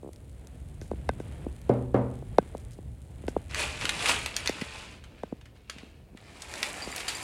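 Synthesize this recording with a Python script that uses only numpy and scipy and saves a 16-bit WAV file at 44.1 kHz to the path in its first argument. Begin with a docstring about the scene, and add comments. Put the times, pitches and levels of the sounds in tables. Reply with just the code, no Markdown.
"""Soft knocks stutter, then hands knock on a wooden kitchen table while fingers rub it: blows spread into falling chirps.
A ceramic bowl lands in two clacks and the table top rings as decaying modes over a noise thicket.
A plastic bag of puffed cereal is lifted: film snaps as noise cracks, puffs scrape as dense random clicks.
The bag tips, the flow builds, and the first puffs ping the bowl's high modes.
Throughout: low rumble, skin and sleeve brushing, fluttering hiss, even microphone noise."""
import sys
import numpy as np
from scipy import signal
from scipy.fft import rfft, irfft, next_fast_len
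from scipy.io import wavfile

SR = 44100
rng = np.random.default_rng(int(sys.argv[2]) if len(sys.argv) > 2 else 0)


def pcm_store(signal):
    """Save signal as 16-bit PCM."""
    levels = np.round(np.clip(np.atleast_2d(signal), -1, 1) * 32767)
    wavfile.write(sys.argv[1], SR, levels.astype(np.int16).T)


N = 318843
T = np.arange(N) / SR

# Bowl foot landings. Each row: start in seconds, clack peak in dB, contact frequency in Hz,
# table ring gain in dB, ring low-pass cut-off in Hz.
LANDINGS = [(1.6924, -9.5, 390, -25.5, 550), (1.941, -11.5, 435, -26.5, 802)]
# Table top modes. Each row: frequency in Hz, level before scatter in dB, t60 in seconds.
TABLE_MODES = [(123, 2.5, 0.9), (206, 0.5, 0.51), (246.5, -5, 0.78), (264, -1, 0.63), (376, -9, 0.91),
               (465, -4, 0.53), (497, -1.5, .5), (570, -2, 0.45), (668, -8.5, 0.23), (780, -28.5, 0.44),
               (795, -17, 0.87), (994, -27.5, .45), (1235, -17, 0.33), (1497, -28, 0.29), (2120, 1, 0.15)]
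# Light knocks. Each row: start in seconds, chirp peak in dB, contact frequency in Hz, click in dB re chirp,
# bass cut-off in Hz, centre in Hz of the band the struck spot leaves nearly still.
KNOCKS = [(0.8126, -33, 273, -3.5, 150, 254), (0.912, -20, 450, -24, 100, 287),
          (0.9313, -30.5, 294, -32, 150, 250), (1.0890, -13.5, 750, -12, 90, 325),
          (1.1984, -25, 340, -13, 150, 250), (1.4624, -22.5, 304, -38, 150, 165),
          (2.2214, -32.5, 390, -26, 200, 249), (2.3820, -2, 530, -21, 356, 245),
          (2.5464, -25, 520, -38, 110, 343), (2.7848, -33.5, 322, -35, 150, 248),
          (3.2358, -34, 304, -35, 150, 250), (3.2793, -18, 386, -12.5, 160, 205),
          (3.3623, -13, 424, -38, 340, 237), (3.84, -32, 300, -40, 150, 200),
          (4.4916, -18, 417, -17, 170, 223), (4.6153, -23, 253, -29, 100, 327),
          (5.232, -22, 556, -17.5, 130, 336), (5.322, -23, 310, -35, 121, 374),
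          (5.7580, -38.5, 248, -35, 100, 353), (5.829, -36.5, 273, -23, 130, 350),
          (6.1446, -37, 250, -31, 130, 350), (6.8708, -28.5, 352, -30, 120, 260)]
# Bowl modes damped by hand and table. Each row: frequency in Hz, level before scatter in dB, t60 in seconds.
HELD_BOWL_MODES = [(1535, 1, 0.045), (1725, 0, 0.02), (2060, 1.5, 0.021), (2575, -4.5, 0.023),
                   (3640, -4.5, 0.016)]
# Bag lifted, carried, held still. Each row: time in seconds, level of the shifting cereal in dB.
CARRY = [(3.49, -58), (3.57, -42), (4.2, -38.5), (4.3, -45.5), (4.39, -42), (4.8, -47), (4.93, -51),
         (5.02, -61.5), (5.45, -74)]
# Load slumping in the bag. Each row: crest in seconds, level in dB, time to fall 20 dB in seconds.
SLUMPS = [(3.605, -30.5, 0.14), (3.83, -39.5, .12), (4.04, -32.5, 0.2258), (4.098, -25.5, 0.0919),
          (4.76, -47.5, 0.18), (5.19, -61, 0.46), (5.565, -61, 0.04), (5.735, -55.5, .13), (5.8, -55, 0.27),
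          (6.66, -41.5, 0.22), (7.0, -45, 0.2), (7.21, -42.5, 0.44)]
# Spectra of the moving cereal, lifted and pouring. Each row: frequency in Hz, relative gain in dB.
LIFT_COLOUR = [(250, -7), (400, -3), (650, -3.5), (1000, -2.5), (1600, -3), (2000, -2), (2600, 2.5),
               (3300, -4), (4300, -6), (5700, -11), (7500, -8.5), (10000, -12), (12000, -28), (16000, -38)]
POUR_COLOUR = [(250, 1), (450, 1.5), (850, 3.5), (1150, -0.5), (1600, -1), (2400, 2.5), (3400, -5),
               (4800, -6), (5800, -11.5), (7500, -10), (10000, -14.5), (12000, -26), (16000, -37)]
# Film folds snapping over. Each row: start in seconds, peak in dB, reference frequency in Hz, t60 in seconds.
SNAPS = [(3.5109, -31.5, 2980, 0.019), (3.5463, -15.5, 3230, 0.0092), (3.631, -21, 3000, 0.0047),
         (3.812, -21, 2600, 0.013), (3.8212, -22, 2200, 0.004), (3.8536, -15, 3500, 0.013),
         (3.893, -9, 4000, 0.0058), (3.896, -13, 4200, 0.0032), (4.058, -14.5, 2940, 0.045),
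         (4.0863, -14, 4440, 0.019), (4.0930, -15, 1690, 0.037), (4.2608, -16, 3400, 0.01),
         (4.3652, -13, 4700, 0.011), (4.459, -22.5, 2510, .025), (4.4746, -9.5, 3840, 0.0075),
         (4.494, -20, 4000, 0.0061), (4.6130, -26.5, 2620, 0.042), (5.039, -40, 2800, 0.044),
         (5.4120, -44.5, 2600, 0.023), (5.4560, -43, 2210, 0.05), (5.6975, -23, 1600, 0.011),
         (5.6987, -26.5, 5900, 0.014), (5.784, -36, 3000, 0.022), (6.1734, -38.5, 2470, 0.017),
         (6.4204, -28, 6670, 0.022), (6.5390, -23.5, 4000, 0.011), (6.6296, -12.5, 3000, 0.014),
         (6.962, -23, 13000, 0.019), (7.003, -27, 4000, 0.041), (7.0812, -19.5, 4400, 0.061),
         (7.0900, -25.5, 3830, 0.26)]
# Puffs hitting the bare bowl. Each row: start in seconds, ring gain in dB, tilt in dB per octave about 7 kHz.
PINGS = [(6.822, -48, -16), (6.848, -47, -4), (6.917, -45, 4), (7.083, -36, -0.5), (7.150, -39.5, 1),
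         (7.218, -51, 0)]
# Bowl wall modes. Each row: frequency in Hz, level before tilt and scatter in dB, t60 in seconds.
BOWL_WALL_MODES = [(4735, 6.5, 0.062), (7305, 4, 0.063), (9340, 2, 0.07), (9200, -11, 0.1),
                   (12790, -19, .15)]
# Finger rubs on bowl and table. Each row: crest in seconds, level in dB, time to fall 20 dB in seconds.
RUBS = [(.55, -68, 1.1), (1.0, -65, .5), (1.33, -58.5, 0.63), (1.74, -61, 0.25), (2.15, -68.5, .3),
        (2.42, -61.5, 0.5), (2.57, -66.5, 0.57), (3.35, -59.5, 0.46)]
# Faint dry handling ticks and scuffs. Each row: start in seconds, peak in dB, t60 in seconds.
TICKS = [(0.1317, -41, 0.013), (0.1608, -41, 0.0041), (0.4715, -36, 0.0077), (0.82, -49, 0.32),
         (1.201, -53, 0.21), (1.6163, -42.5, 0.003), (2.5705, -40.5, 0.0082), (2.599, -52, 0.073),
         (2.7156, -49, 0.073), (2.732, -48, 0.068), (3.284, -39.5, 0.1)]
# Unrest of the hand holding the microphone. 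Each row: time in seconds, relative rumble level in dB.
UNREST = [(0, -51), (.55, -49), (1, -42), (1.65, -47), (2.3, -43.5), (2.95, -46.5), (4.1, -46),
          (4.7, -55.5), (7.23, -56)]
# Spectra of rumble, brushing, finger slide and hiss. Each row: frequency in Hz, relative gain in dB.
RUMBLE_COLOUR = [(24, -35), (32, -22), (40, -4.5), (50, -6), (66, 1.5), (90, -5), (130, -7.5), (170, -14.5),
                 (250, -25), (400, -48.5)]
BRUSH_COLOUR = [(100, -13), (200, -0.5), (400, -5), (700, -11.5), (1200, -25), (2500, -29.5)]
SLIDE_COLOUR = [(500, 4.5), (1000, 5.5), (2000, 6.5), (3300, 3), (5000, -10.5), (8000, -19.5)]
HISS_COLOUR = [(2000, -7), (4000, -4), (5500, -11), (7500, -2.5), (9600, 0), (11500, -10.5), (13000, -16),
               (16000, -23)]

STUTTER_START_S, STUTTER_GAP_S, STUTTER_MEAN_PEAK_DB, STUTTER_CONTACT_HZ = 0.029, 0.0145, -34, 370
POUR_START_S, POUR_FULL_S, POUR_DB, POUR_RISE_DB_PER_S = 6.16, 6.566, -43, 45.5
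SLUMP_RISE_SHARE, RUB_RISE_SHARE = 0.68, 0.98  # rise time over fall time
TREBLE_REF_DB, TREBLE_DB_PER_DB = -40, 0.27  # harder motion is brighter
RUB_REST_DB = -75  # the resting hand still slides a little
SLEEVE_DB, BRUSH_RE_RUB_DB, BRUSH_RE_BAG_DB = -61.5, 9, -11
HISS_REST_DB, HISS_DB_PER_RUB_DB = -70.5, 0.4068
FLUTTER_HZ, FLUTTER_OFFSET_S, FLUTTER_DECAY_S = 29.97, 0.0133, 0.0013
MICROPHONE_NOISE_DB = -75.5
TOP_HZ = 15900


def landings(size=44100):
    """The bowl's foot clacks, one side then the other; its weight rings clear modes over a thicket of close ones."""
    out = np.zeros(N)
    for s, peak_db, contact_hz, ring_db, top_hz in LANDINGS:
        add(out, s, peak(bending_wave(contact_hz), peak_db))
        add(out, s + 0.0018, peak(crack(0.015, [700, 2200]), peak_db - 27))
        thicket = unit(butter(rng.standard_normal(size), [250, 900], "band", order=1))
        two_stage_decay = undb(3.5) * fade(0.49, size) + undb(6.5) * fade(0.065, size)
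        thicket = butter(thicket, 93, "high") * two_stage_decay
        build_up = 1 - np.exp(-T[:size] / 0.0017)  # edge reflections take a moment to fill the board
        table = (ring(TABLE_MODES, 0.95, size) + thicket) * build_up
        add(out, s + 0.00287, undb(ring_db) * butter(table, top_hz, "low"))
    return out


def knocks(size=4096):
    """Each knock is a chirp and its duller edge reflection; a hard contact also clicks and briefly rings the bowl."""
    out = np.zeros(N)
    for s, peak_db, contact_hz, click_db, bass_hz, node_hz in KNOCKS:
        direct = bending_wave(contact_hz, bass_hz=bass_hz, node_hz=node_hz)
        reflection = bending_wave(0.3 * contact_hz, bass_hz=bass_hz, node_hz=node_hz)
        add(out, s, peak(direct, peak_db))
        add(out, s + 0.00426, peak(reflection, peak_db - 17.5))
        add(out, s + 0.00199, peak(crack(0.0031, [1500, 9000]), peak_db + click_db))
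        bowl_gain = undb(peak_db + click_db - 5.5) * contact_hz / 600
        add(out, s + 0.0021, bowl_gain * ring(HELD_BOWL_MODES, 0.5, size))
    return out


def stutter(count=5):
    """Soft knocks follow each other almost evenly, like a contact that sticks and slips."""
    out = np.zeros(N)
    for k, (late, strength) in enumerate(rng.standard_normal((count, 2))):
        start_s = STUTTER_START_S + STUTTER_GAP_S * (k + 0.13 * late)
        add(out, start_s, peak(bending_wave(STUTTER_CONTACT_HZ), STUTTER_MEAN_PEAK_DB + 0.95 * strength))
    return out


def bending_wave(contact_hz, travel_s=0.003607, bass_hz=150, edge_hz=1200, node_hz=250, node_db=-7, size=2048):
    """A blow spread into a falling chirp: delay goes as 1 / sqrt(frequency), travel_s at 1 kHz."""
    def path(f):
        contact = (f / contact_hz) / (1 + (f / contact_hz) ** 4)
        board = f ** 2 / (f ** 2 + bass_hz ** 2) / np.sqrt(1 + (f / edge_hz) ** 10)
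        node = undb(node_db * np.exp(-(np.log(f / node_hz) / 0.12) ** 2))  # board nearly still in this band
        dispersion = np.exp(-4j * np.pi * travel_s * np.sqrt(1000 * f))
        return contact * board * node * 1j * dispersion
    return shape(signal.unit_impulse(size), path)


def shifting_cereal(start_s, end_s, points, rate_hz, spread_db, body_db, treble_db, crinkle_db):
    """Puffs scrape in a dense stream of tiny clicks; puffs and creases crackle over it in four bands."""
    level_db = cereal_db()
    top_db = level_db + TREBLE_DB_PER_DB * (level_db - TREBLE_REF_DB)
    crinkle = 0
    for band_hz in [(500, 1400), (1400, 3000), (3000, 6000), (6000, 15000)]:
        bursts = signal.fftconvolve(grains(130, 2.5) ** 2, fade(0.007, 512))[:N]
        crackle = unit(np.sqrt(np.abs(bursts)) * rng.standard_normal(N))
        crinkle = crinkle + butter(crackle, band_hz, "band")
    stream = grains(rate_hz, spread_db) * undb(1.2 * walk(28))
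    clicks = colour(stream + undb(crinkle_db) * crinkle, points)
    treble = shape(clicks, lambda f: 1 / (1 + (6000 / f) ** 8))
    body = unit(clicks - treble) * undb(level_db + body_db)
    treble = unit(treble) * undb(top_db + treble_db)
    moving = np.clip((T - start_s) / 0.0077, 0, 1) * np.clip((end_s - T) / 0.018 + 1, 0, 1)
    return moving * (body + treble)


def bag_db():
    """How strongly the hand moves the bag: carrying, then tipping until the flow is full."""
    pouring_db = POUR_DB - POUR_RISE_DB_PER_S * np.maximum(POUR_FULL_S - T, 0)
    return np.where(T < POUR_START_S, curve(CARRY), pouring_db)


def cereal_db():
    """How strongly the cereal moves: it follows the bag, with the slumps on top."""
    return 10 * np.log10(undb(bag_db()) ** 2 + swells(SLUMPS, SLUMP_RISE_SHARE))


def snaps():
    """A fold of film buckles with a short, broad crack."""
    out = np.zeros(N)
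    for s, peak_db, hz, t60_s in SNAPS:
        add(out, s, peak(crack(t60_s, [hz * 0.42, hz * 1.22]), peak_db))
    return out


def pings(size=16384):
    """Light puffs wake only the bowl's high modes; a harder corner of the puff favours the highest."""
    out = np.zeros(N)
    for s, ring_db, tilt_db in PINGS:
        modes = [(hz, mode_db + tilt_db * np.log2(hz / 7000), t60_s) for hz, mode_db, t60_s in BOWL_WALL_MODES]
        add(out, s, undb(ring_db) * ring(modes, 1, size))
    return out


def kitchen(x, t60_s, wet_db, count=3, size=32768):
    """Add a short, diffuse tail whose treble lasts slightly longer; its pattern drifts at random."""
    weights = np.array([walk(5) for _ in range(count)])
    wet = np.zeros(N)
    for weight in weights / np.linalg.norm(weights, axis=0):
        noise = rng.standard_normal(size)
        low = butter(noise, 4900, "low") * fade(t60_s, size)
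        high = butter(noise, 3100, "high", order=1) * fade(1.08 * t60_s, size)
        tail = (low + high) * np.clip(T[:size] / 0.0018, 0, 1)
        wet += signal.fftconvolve(x * weight, tail / np.linalg.norm(tail))[:N]
    return x + undb(wet_db) * wet


def rubbing_db():
    """How strongly the fingers rub: gestures over a resting level."""
    return 10 * np.log10(undb(RUB_REST_DB) ** 2 + swells(RUBS, RUB_RISE_SHARE))


def sliding_fingers():
    """Fingers slide over bowl and table: dense clicks that swell with the rubbing."""
    return unit(colour(grains(6000, 3.8), SLIDE_COLOUR)) * undb(rubbing_db())


def ticks():
    """Faint dry ticks and scuffs of handling, as high noise bursts."""
    out = np.zeros(N)
    for s, peak_db, t60_s in TICKS:
        add(out, s, peak(crack(t60_s, [3000, 12000]), peak_db))
    return out


def handling():
    """The hand-held microphone rumbles unevenly; skin and sleeve brush, more so with rubbing and bag motion."""
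    rumble_db = curve(UNREST) + 4 + 2.47 * walk(8.3)
    bag = (T > CARRY[0][0]) * undb(bag_db() + BRUSH_RE_BAG_DB)
    brushing = np.sqrt(undb(SLEEVE_DB) ** 2 + undb(rubbing_db() + BRUSH_RE_RUB_DB) ** 2 + bag ** 2)
    rumble = unit(colour(rng.standard_normal(N), RUMBLE_COLOUR)) * undb(rumble_db)
    brush = unit(colour(rng.standard_normal(N), BRUSH_COLOUR)) * brushing * undb(1 + 2 * walk(18))
    return rumble + brush


def hiss():
    """Thin noise with sparse clicks flutters at a steady rate and swells as the fingers rub."""
    since_pulse_s = (T - FLUTTER_OFFSET_S) * FLUTTER_HZ % 1 / FLUTTER_HZ
    flutter = 1 + 2.2 * np.exp(-since_pulse_s / FLUTTER_DECAY_S)
    source = rng.standard_normal(N) * flutter + undb(-1.5) * grains(70, 3.5)
    level_db = HISS_REST_DB + HISS_DB_PER_RUB_DB * (rubbing_db() - RUB_REST_DB)
    return unit(colour(source, HISS_COLOUR)) * undb(level_db)


def faint_treble():
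    """Finger slide and hiss recede by 9 dB once the bag is lifted; ticks lie on top."""
    recede_db = np.interp(T, [3.5, 4.8], [0, -9])
    return (sliding_fingers() + hiss()) * undb(recede_db) + ticks()


def microphone_noise():
    """The microphone's own even, faint white noise."""
    return undb(MICROPHONE_NOISE_DB) * rng.standard_normal(N)


def crack(t60_s, band_hz, size=4096):
    """A decaying noise burst in a broad band, with little above 11 kHz."""
    burst = butter(rng.standard_normal(size) * fade(t60_s, size), band_hz, "band", order=1)
    return butter(burst, 10500, "low", order=3)


def ring(modes, scatter_db, size):
    """Decaying modes; each blow lands elsewhere and weighs them anew, in level and sign."""
    chance = rng.standard_normal((len(modes), 2))
    out = np.zeros(size)
    for (hz, db, t60_s), (a, b) in zip(modes, chance):
        gain = undb(db + scatter_db * a) * np.sign(b)
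        out += gain * np.sin(2 * np.pi * hz * T[:size]) * fade(t60_s, size)
    return out


def grains(rate_hz, spread_db):
    """Random clicks of rms 1, many small and a few large."""
    size = undb(spread_db * np.minimum(rng.exponential(size=N), 5))
    return unit((rng.random(N) < rate_hz / SR) * size * rng.choice([-1, 1], N))


def swells(rows, rise_share):
    """Summed power of gestures; each grows to its crest and dies away exponentially."""
    power = 0
    for s, db, fall_s in rows:
        distance_s = np.maximum((s - T) / rise_share, T - s)
        power = power + undb(db - 20 * distance_s / fall_s) ** 2
    return power


def walk(rate_hz):
    """Slow chance: normal random knots joined by lines."""
    knots = rng.standard_normal(2048)
    return np.interp(T * rate_hz, np.arange(len(knots)), knots)


def curve(rows):
    """A (seconds, value) table as a line in time."""
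    s, values = np.transpose(rows)
    return np.interp(T, s, values)


def fade(t60_s, size):
    """Exponential decay by 60 dB in t60_s."""
    return np.exp(-np.log(1000) * T[:size] / t60_s)


def shape(x, gain):
    """Filter by a gain that is a function of frequency."""
    n = next_fast_len(len(x))
    hz = np.maximum(np.arange(n // 2 + 1) * SR / n, 1)
    return irfft(rfft(x, n) * gain(hz), n)[:len(x)]


def colour(x, points):
    """Filter by (Hz, dB) points, joined on a log frequency axis."""
    hz, db = np.transpose(points)
    return shape(x, lambda f: undb(np.interp(np.log(f), np.log(hz), db, left=-90, right=-90)))


def butter(x, hz, kind, order=2):
    """Causal low-, high- or band-pass."""
    sos = signal.butter(order, np.minimum(hz, SR * 7 / 15), kind, fs=SR, output="sos")
    return signal.sosfilt(sos, x)


def add(track, s, sound):
    """Mix a sound in at a time in seconds."""
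    i = int(s * SR)
    track[i:i + len(sound)] += sound[:N - i]


def undb(db):
    """Decibels to gain."""
    return 10 ** (np.asarray(db) / 20)


def unit(x):
    """Scale to rms 1."""
    return x / np.sqrt(np.mean(x ** 2))


def peak(x, db):
    """Scale to a peak level in dB."""
    return x * undb(db) / np.abs(x).max()


def scene():
    """Cereal, snaps and pings sound in the kitchen; knocks and landings come straight through the solid."""
    lift = shifting_cereal(CARRY[0][0], POUR_START_S, LIFT_COLOUR, rate_hz=6000, spread_db=0.4,
                           body_db=0, treble_db=-11, crinkle_db=-3.5)
    pour = shifting_cereal(POUR_START_S, T[-1], POUR_COLOUR, rate_hz=3000, spread_db=2,
                           body_db=-0.5, treble_db=-7.5, crinkle_db=-2)
    solid = landings() + knocks() + stutter()
    airborne = kitchen(lift + pour, t60_s=0.17, wet_db=-8) + kitchen(snaps() + pings(), t60_s=0.13, wet_db=-5)
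    background = handling() + faint_treble() + microphone_noise()
    return (solid + airborne + background)[None]


def record(dry):
    """A steep low-pass cuts everything above TOP_HZ."""
    return signal.sosfilt(signal.ellip(8, 0.2, 70, TOP_HZ, fs=SR, output="sos"), dry)


dry = scene()
out = record(dry)
pcm_store(out)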